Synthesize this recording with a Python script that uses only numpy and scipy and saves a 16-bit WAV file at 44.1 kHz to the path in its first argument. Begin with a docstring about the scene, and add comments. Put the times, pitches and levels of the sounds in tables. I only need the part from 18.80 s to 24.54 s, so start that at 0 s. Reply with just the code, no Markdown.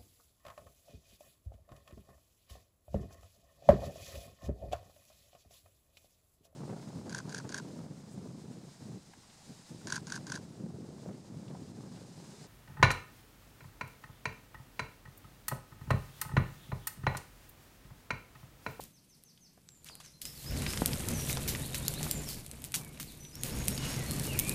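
"""A garden at dusk: a pile of wet brush smoulders, flares up, dies back and flares up again.
Flames are throbbing, fluttering noise; twigs sizzle as noise and pitched ticks, and sap bubbles ring.
Twigs snap in filtered pulses, gas pops in short swelling tones, and spits are jets of gritty noise.
Gliding tones make the birds and a thin steam whistle. Squirted fuel patters as small ringing drops,
and whoomps are low gusts of noise. The yard gives the crackle a short tail, the wood blurs the birds."""
import sys
import numpy as np
from scipy import signal
from scipy.fft import rfft, irfft
from scipy.io import wavfile
from scipy.ndimage import uniform_filter1d

SR = 44100
rng = np.random.default_rng(int(sys.argv[2]) if len(sys.argv) > 2 else 0)


def dump(signal):
    """Clip the signal to [-1, 1] and save it as 16-bit WAV at the path in sys.argv[1]."""
    limited = np.clip(np.atleast_2d(signal).T, -1, 1)
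    pcm = np.round(limited * 32767).astype(np.int16)
    wavfile.write(sys.argv[1], SR, pcm)


N = 253134
TIME = np.arange(N) / SR  # seconds
HZ = np.fft.rfftfreq(N, 1 / SR)

# Tone curves of the still air, flame rumble, flame rush and sizzle.
# Each row: frequency in Hz, density in dB per Hz, relative within its curve.
AIR_CURVE = [(20, -20), (90, -11), (170, 5), (300, -5), (600, -16), (1500, -19.5), (6000, -20),
             (10500, -21.5), (15000, -21)]
RUMBLE_CURVE = [(8, -15), (22, -6), (40, -10.5), (85, -4), (115, -8), (175, -9), (210, -7), (320, -14),
                (450, -20), (800, -62), (2000, -94)]
RUSH_CURVE = [(80, -45), (250, -3.5), (520, 3), (800, -4), (1300, -8.5), (2300, -6.5), (3500, -12),
              (7000, -11.5), (16000, -75)]
SIZZLE_CURVE = [(300, -35), (1200, -24), (2400, -5.5), (4000, -2), (5500, -8.5), (8500, 2.5), (11500, 0.5),
                (13500, -2.5), (15000, -2.5)]
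# Pitches at which the flame throbs. Each row: centre in Hz, width in Hz, boost over the rumble in dB.
FLAME_THROBS = [(60.8, 7.5, 7.5), (131.4, 12, 10.5), (151.6, 8.6, 12)]
# How hard the pile burns: embers, a flare that dies back, then a second.
# Each row: time in seconds, burn strength in dB, which drives the flame rumble.
BURN_CURVE = [(0, -52), (.16, -72), (.7, -72), (1.1, -63.5), (1.39, -66.5), (1.45, -56.5), (1.61, -56),
              (1.73, -38.5), (2.3, -38), (2.76, -39), (2.87, -43), (3.27, -39.5), (3.52, -45),
              (3.63, -51.5), (4.15, -53), (4.54, -54.5), (4.66, -40), (5.74, -38.5)]
# Spits of steam, gas and spattering liquid.
# Each row: start in seconds, level in dB, centre in Hz, rise in seconds, 60 dB fade in seconds.
SPIT_JETS = [(.003, -48.5, 7000, 0.0018, 0.32), (1.05, -51.5, 3540, 0.018, 0.28),
             (1.07, -62.5, 450, .03, .9), (1.2, -48.5, 3000, 0.0018, 0.084), (1.22, -57, 2980, .03, 0.39),
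             (1.413, -41.5, 8200, 0.0047, 0.16), (1.43, -61, 1700, .02, 1.1),
             (1.452, -44.5, 7500, .002, 0.4), (1.5, -48, 7400, .14, 1.1), (1.74, -47, 3000, 0.15, 1.4),
             (2.47, -33, 9000, 0.037, 0.11), (2.674, -29.5, 6700, 0.011, 0.18),
             (2.944, -35, 5960, 0.0029, 0.14), (3.227, -40, 8000, .004, 0.52),
             (3.47, -39.5, 8500, .03, 0.33), (3.838, -45.5, 8100, 0.015, 0.14),
             (3.941, -30.5, 4750, 0.00079, 0.19), (3.945, -48.5, 590, 0.016, 0.43),
             (4.198, -38.5, 6600, 0.0012, 0.22), (4.28, -59, 5970, .03, 0.72), (4.63, -40, 7450, .02, .35),
             (4.98, -42.5, 2200, 0.059, 1.06), (5.43, -38, 9000, 0.0089, 0.26)]
# Placed twig snaps. Each row: start in seconds, strike energy in dB, centre in Hz,
# share of splintering from 0 to 1, number of cracks.
TWIG_SNAPS = [(0.0385, -22.5, 10900, 0.4, 1), (0.4374, -31.5, 9200, 0.5, 1), (0.889, -27.5, 4850, 0.46, 1),
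              (1.0449, -27, 9020, 0.7, 1), (1.154, -24, 9100, 0, 1), (1.417, -13.5, 7760, 0.83, 1),
              (1.4539, -14.5, 7340, 0.2, 1), (1.82, -16.5, 6760, 0.8, 1), (1.9349, -16, 4400, 0.47, 1),
              (1.9746, -11, 3530, 0.77, 1), (2.0598, 0.5, 9600, 0.34, 1), (2.133, -12, 4080, 0.8, 1),
              (2.2866, -9, 7550, 0.7, 1), (2.5293, -9.5, 7400, 0.05, 1), (2.5717, -12.5, 4070, 0.4, 1),
              (2.946, -13, 5560, 0.5, 2), (3.0814, -1, 8800, 0.76, 1), (3.139, -14, 9200, 0.36, 1),
              (3.23, -12.5, 6380, 0.3, 1), (3.3122, -2.5, 10100, 0.46, 1), (3.6641, -20.5, 9000, 0.2, 1),
              (3.714, -19.5, 7000, 0.6, 1), (3.82, -23, 10220, 0.7, 1), (3.8415, -16.5, 8400, 0.25, 2),
              (3.921, -20, 9090, 0, 1), (3.9422, -9.5, 4900, 0.6, 1), (3.9528, -9.5, 7300, 0.3, 2),
              (4.0479, -24.5, 9000, 0.4, 1), (4.321, -28, 10000, 0.4, 1), (4.5544, -19, 9100, 0.8, 1),
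              (4.635, -7.5, 8450, 0.18, 1), (4.8827, -1, 9200, 0.23, 1), (5.3104, -12, 9080, 0.4, 2),
              (5.3975, -12, 8500, 0.4, 1), (5.4688, -18, 8310, 0.2, 1), (5.5906, 2.5, 9800, 0.52, 2),
              (5.6947, -5.5, 9100, 0.4, 1)]
# Placed dull pops of gas and sap. Each row: time in seconds, strike energy in dB, centre in Hz.
GAS_POPS = [(0.5773, -38, 3240), (0.7773, -35.5, 617), (1.0884, -22.5, 3160), (1.099, -29, 1290),
            (1.204, -30.5, 1090), (1.4552, -21.5, 2640), (1.8656, -9, 2310), (1.9358, -14, 2310),
            (2.0203, -10, 800), (2.0209, 0.5, 202), (2.4987, -12, 2230), (2.5727, -14.5, 815),
            (2.7513, -11.5, 1910), (2.946, -13.5, 2450), (3.209, -18, 745), (3.266, -15, 800),
            (3.942, -16, 2060), (4.1754, -27, 2550), (4.1998, -22.5, 1280), (4.4517, -28, 3660),
            (4.9791, -13, 4820)]
# Chance crackles. Each set: rate per second, strike energy at full blaze in dB, spread in dB,
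# lowest centre in Hz, highest centre in Hz.
CHANCE_SNAPS = (16, -20.5, 1, 5000, 10500)
CHANCE_POPS = (14, -24.5, 0.4, 604, 3000)
# Bird trills, one syllable repeated. Each row: start in seconds, repeats, period in seconds,
# swell in dB per repeat, syllable length in seconds, start, middle and end pitch in Hz,
# first syllable's level in dB ahead of the wood mix.
BIRD_TRILLS = [(0.122, 4, .16, 1.55, .08, 6430, 5710, 3630, -65.5),
               (1.438, 3, .2155, 1.8, 0.052, 4950, 5120, 5640, -48),
               (1.549, 2, 0.2, 5, 0.063, 4950, 4300, 3950, -56),
               (2.806, 4, 0.11, 0.7, 0.063, 3480, 3950, 4680, -49.5),
               (4.52, 4, .183, 1.9, 0.062, 4750, 5420, 5720, -54),
               (4.577, 4, 0.16, 1, 0.11, 6670, 6640, 6620, -52)]
# Single bird calls. Each row: start in seconds, length in seconds, start, middle and end pitch in Hz,
# level in dB ahead of the wood mix.
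BIRD_CALLS = [(0.86, 0.14, 7980, 7370, 7000, -64), (1.084, 0.063, 5050, 4700, 3620, -54.5),
              (1.228, 0.066, 6350, 5950, 4270, -57), (1.333, 0.038, 4190, 4130, 4200, -59.5),
              (2.32, 0.11, 6750, 5820, 5820, -43.5), (2.507, 0.035, 4180, 3850, 3480, -47),
              (3.292, 0.098, 7450, 7280, 6960, -45), (3.45, 0.069, 5780, 5140, 3910, -47),
              (3.953, 0.16, 2380, 2300, 2134, -60), (4.27, .04, 4950, 4100, 3330, -54),
              (4.39, 0.093, 5970, 5970, 5890, -53.5), (4.987, 0.092, 2970, 2880, 2810, -47),
              (5.16, 0.09, 2155, 1995, 1870, -52), (5.256, 0.064, 4400, 4300, 4130, -47.5),
              (5.457, 0.13, 3000, 2680, 2096, -45), (5.574, .17, 2130, 2400, 2570, -45)]
# Steam singing thinly out of a wet branch. The row: start in seconds, length in seconds,
# start, middle and end pitch in Hz, level in dB.
STEAM_NOTE = (1, 0.5, 10677, 10304, 10446.5, -78)
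# Squirted fuel pattering on the brush. The row: start in seconds, level in dB, rise in seconds,
# hold in seconds (below zero: the fade starts inside the rise), 60 dB fade in seconds.
FUEL_PATTER = (1.4, -60, 0.5, -0.16, 0.8)
# Splashes of fuel catching at once. Each row: start in seconds, level in dB, centre in Hz.
FUEL_WHOOMPS = [(1.69, -37, 68), (3.945, -43, 133), (4.195, -51, 160), (4.865, -36.5, 137)]

AIR_DB = -68.5
BLAZE_DB = -38  # burn strength at full blaze
# rush and sizzle follow the burn: drive at full blaze, and dB of change per dB of burn
RUSH_DB, RUSH_SLOPE = -47.3, 0.99
SIZZLE_DB, SIZZLE_SLOPE = -49.5, 1.0
EMBER_SIZZLE_DB = -78  # the sizzle drive never sinks below this
WARM_UP_S = 0.076  # time constant
RECRACK_S, RECRACK_DB = 0.0069, -3.5  # a tough twig gives way again, a little later and weaker
CRACKLE_SLOPE = 0.98  # dB of chance crackle energy per dB of burn
WHOOMP_RISE_S, WHOOMP_T60_S = 0.024, 0.43
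CUTOFF_HZ = 15050


def amp(db):
    """Decibels to gain."""
    return 10 ** (np.asarray(db) / 20)


def unit(x):
    """Scales to an rms of 1."""
    return x / np.sqrt(np.mean(x ** 2) + 1e-20)


def unit_energy(x):
    """Scales to an energy of 1."""
    return x / (np.linalg.norm(x) + 1e-12)


def noise(length=N):
    """Raw white noise."""
    return rng.standard_normal(length)


def shape(points):
    """Gain at every frequency, from (Hz, dB) points on a log axis."""
    hz, db = np.transpose(points)
    return amp(np.interp(np.log(HZ + 1), np.log(hz + 1), db))


def colour(x, gain):
    """Filters x by a gain per frequency; rms 1."""
    return unit(irfft(rfft(x) * gain, N))


def wander(rate_hz):
    """Random drift of rms 1 that moves up to about rate_hz."""
    return colour(noise(), 1 / (1 + (HZ / rate_hz) ** 4))


def band(x, hz, spread):
    """Causal broad resonance from hz / spread to hz * spread, kept below the top of the range."""
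    spread = max(spread, 1.05)
    top = min(hz * spread, 0.45 * SR)
    bottom = min(hz / spread, 0.75 * top)
    return signal.lfilter(*signal.butter(2, [bottom, top], "bandpass", fs=SR), x)


def add(mix, s, sound):
    """Mixes a sound in at s seconds."""
    part = mix[max(round(s * SR), 0):][:len(sound)]
    part += sound[:len(part)]


def swell(s, rise, hold, t60):
    """Gain that rises from s; its fade starts hold seconds after the rise."""
    t = TIME - s
    return np.clip(t / rise, 0, 1) * amp(-60 * np.maximum(t - rise - hold, 0) / t60)


def echoes(x, t60, delay):
    """Diffuse reflections that build up over delay seconds and die away."""
    t = TIME[:SR // 2]
    tail = noise(len(t)) * amp(-60 * t / t60) * (1 - np.exp(-t / delay))
    return signal.fftconvolve(x, unit_energy(tail))[:N]


def grains(per_s, spread_db, cap):
    """Sparse clicks of random sign, mostly small with a few large ones."""
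    size = amp(spread_db * np.minimum(rng.exponential(1, N), cap))
    return size * rng.choice([-1, 1], N) * (rng.random(N) < per_s / SR)


def bubbles(per_s, spread_db):
    """Tiny drops and bubbles, each ringing for a few cycles at one of 22 pitches; rms 1."""
    out, t = np.zeros(N), TIME[:1200]
    for hz in np.geomspace(450, 4500, num=22):
        ring = np.sin(2 * np.pi * hz * t) * t * np.exp(-t * hz / 2.5)
        out += signal.oaconvolve(grains(per_s, spread_db, cap=3.1), unit_energy(ring))[:N]
    return unit(out)


def whistles(notes):
    """Near-pure tones that glide through three pitches and waver a little."""
    out, waver = np.zeros(N), wander(rate_hz=320)
    for s, length, start_hz, middle_hz, end_hz, db in notes:
        u = np.linspace(0, 1, int(length * SR))
        hz = np.polyval(np.polyfit([0, 0.5, 1], [start_hz, middle_hz, end_hz], 2), u)
        hz *= 1 + 0.0097 * np.roll(waver, -round(s * SR))[:len(u)]
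        tone = np.sqrt(2) * np.sin(2 * np.pi * np.cumsum(hz) / SR)
        add(out, s, amp(db) * tone * signal.windows.tukey(len(u), 0.42))
    return out


def by_chance(burn_db, per_s, db, spread_db, low_hz, high_hz):
    """Rows (s, energy dB, centre Hz) of small crackles, stronger while the fire burns harder."""
    slot = np.arange(200)  # one crackle per slot, enough slots to outlast the scene
    when, size, pitch = rng.random((len(slot), 3)).T
    s = (slot + when) / per_s
    burn_change = CRACKLE_SLOPE * (np.interp(s, TIME, burn_db) - BLAZE_DB)
    level = db + burn_change + spread_db * (np.minimum(-np.log(size), 3) - 1)
    return np.transpose([s, level, low_hz * (high_hz / low_hz) ** pitch])


def warmed(burn_db):
    """Heat in the twigs: it lags behind a rising fire and sinks with a falling one."""
    keep, cold_db = np.exp(-1 / (WARM_UP_S * SR)), burn_db.min()
    lagging = cold_db + signal.lfilter([1 - keep], [1, -keep], burn_db - cold_db)
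    return np.minimum(burn_db, lagging)


def evening_air():
    """Still air: a steady bed of quiet coloured noise."""
    return amp(AIR_DB) * colour(noise(), shape(AIR_CURVE))


def flames(burn_db, rush_db):
    """Turbulent burning: a throbbing rumble, and above it a fluttering rush full of tiny puffs."""
    throb = 1
    for hz, width, db in FLAME_THROBS:
        throb = throb + (amp(db) - 1) * np.exp(-2 * ((HZ - hz) / width) ** 2)
    rumble = colour(noise(), shape(RUMBLE_CURVE) * throb)
    # even out the slow level, so the burn sets the strength and single tongues of flame the flutter
    rumble /= np.sqrt(uniform_filter1d(rumble ** 2, size=8000) + 1e-6)
    flutter = wander(rate_hz=13)
    puffs = unit(grains(per_s=800, spread_db=2.5, cap=7.6))
    rush = colour(noise() + 0.69 * puffs, shape(RUSH_CURVE))
    return rumble * amp(burn_db + 0.66 + 1.3 * flutter) + rush * amp(rush_db + 1.5 * flutter)


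def sizzle(burn_db):
    """Water boils out of hot twigs: a surging hiss, and fine ticks in eight pitch bands."""
    drive_db = SIZZLE_DB + SIZZLE_SLOPE * (warmed(burn_db) - BLAZE_DB)
    drive_db = np.maximum(drive_db, EMBER_SIZZLE_DB)
    hiss = ticks = 0
    surge = wander(rate_hz=27)
    for hz in np.geomspace(1800, 12500, num=8):
        # each jet of steam sputters by itself
        sputter = amp(1.3 * wander(rate_hz=100))
        hiss += unit(band(noise(), hz, spread=1.13)) * np.sqrt(hz) * sputter
        clicks = grains(per_s=120, spread_db=6.0, cap=3.25)
        ticks += unit(band(clicks, hz, spread=1.4)) * np.sqrt(hz)
    curve = shape(SIZZLE_CURVE)
    mix = amp(2.33) * colour(hiss, curve) + colour(ticks, curve)
    return mix * amp(drive_db + 2.0 * surge)


def boiling_sap(rush_db):
    """Sap bubbles ring, boiling harder as the flames grow."""
    return bubbles(per_s=14, spread_db=3.5) * amp(rush_db - 6.7)


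def spits():
    """A quick jet of gritty noise that dies away, cut off at half a second."""
    out, t = np.zeros(N), TIME[:SR // 2]
    grit = noise() + 0.62 * unit(grains(per_s=1300, spread_db=4.0, cap=6.4))
    for s, db, hz, rise, t60 in SPIT_JETS:
        jet = unit(band(np.roll(grit, -round(s * SR))[:len(t)], hz, spread=3.0))
        fade_db = -60 * np.maximum(t - rise, 0) / t60
        add(out, s, jet * np.minimum(t / rise, 1) * amp(db + fade_db))
    return out


def snaps(burn_db):
    """A twig breaks in one sharp pulse; its fibres splinter for a few milliseconds more."""
    out, t = np.zeros(N), TIME[:900]
    pulse = signal.unit_impulse(len(t))
    strikes = [(*row, 0.4) for row in by_chance(burn_db, *CHANCE_SNAPS)]
    for s, db, hz, share, cracks in TWIG_SNAPS:
        for k in range(round(cracks)):
            strikes.append((s + k * RECRACK_S, db + k * RECRACK_DB, hz, share))
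    for s, db, hz, share in strikes:
        share = np.clip(share, 0, 1)
        crack = unit_energy(band(pulse, hz, spread=1.31))
        crack += 0.56 * unit_energy(band(pulse, hz * 0.5, spread=1.92))  # the woody body
        splinter = unit_energy(band(noise(len(t)) * amp(-60 * t / 0.0097), hz, spread=1.8))
        add(out, s, amp(db) * (np.sqrt(1 - share) * crack + np.sqrt(share) * splinter))
    return out * amp(-0.04)


def pops(burn_db):
    """A pocket of gas bursts: a few cycles that swell and die, and a brief puff."""
    out, t = np.zeros(N), TIME[:2000]
    for s, db, hz in [*GAS_POPS, *by_chance(burn_db, *CHANCE_POPS)]:
        push = unit_energy(np.sin(2 * np.pi * hz * t) * t * np.exp(-t / (0.00027 + 0.25 / hz)))
        puff = unit_energy(band(noise(len(t)) * amp(-60 * t / 0.036), hz, spread=2.16))
        add(out, s - 0.0012, amp(db) * (0.68 * push + 0.65 * puff))  # early, to leave room for the swell
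    return out


def birds():
    """Evenly paced trills that grow louder, and single calls, blurred by the wood."""
    notes = [*BIRD_CALLS]
    for s, repeats, period, swell_db, *glide, db in BIRD_TRILLS:
        for k in range(round(repeats)):
            notes.append((s + k * period, *glide, db + k * swell_db))
    song = whistles(notes)
    return amp(-4.0) * song + amp(-3.5) * echoes(song, t60=0.46, delay=0.0015)


def steam_whistle():
    """Steam escapes a wet branch as one thin, wavering high tone."""
    return whistles([STEAM_NOTE])


def fuel_patter():
    """Squirted fuel lands as a dense spatter of small ringing drops."""
    s, db, rise, hold, t60 = FUEL_PATTER
    return bubbles(per_s=45, spread_db=5.0) * amp(db) * swell(s, rise, hold, t60)


def whoomps():
    """A splash of fuel catches at once and pushes out a low gust."""
    out = np.zeros(N)
    for s, db, hz in FUEL_WHOOMPS:
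        gust = unit(band(noise(), hz, spread=1.52))
        out += gust * amp(db) * swell(s, WHOOMP_RISE_S, 0, WHOOMP_T60_S)
    return out


def scene():
    """The fire in the yard, the squirt of fuel, the birds, and still evening air."""
    burn_db = np.interp(TIME, *np.transpose(BURN_CURVE))
    rush_db = RUSH_DB + RUSH_SLOPE * (burn_db - BLAZE_DB)
    fire = flames(burn_db, rush_db) + sizzle(burn_db) + boiling_sap(rush_db)
    fire += spits() + steam_whistle() + whoomps()
    crackle = snaps(burn_db) + pops(burn_db)
    yard = amp(-12.0) * echoes(crackle, t60=0.17, delay=0.0025)
    return (evening_air() + fire + crackle + yard + birds() + fuel_patter())[None]


def record(dry):
    """The recorder's band limit: a steep low-pass."""
    low_pass = signal.firwin(601, CUTOFF_HZ, window=("kaiser", 8), fs=SR)
    return signal.oaconvolve(dry, low_pass[None], "same")


dry = scene()
out = record(dry)
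dump(out)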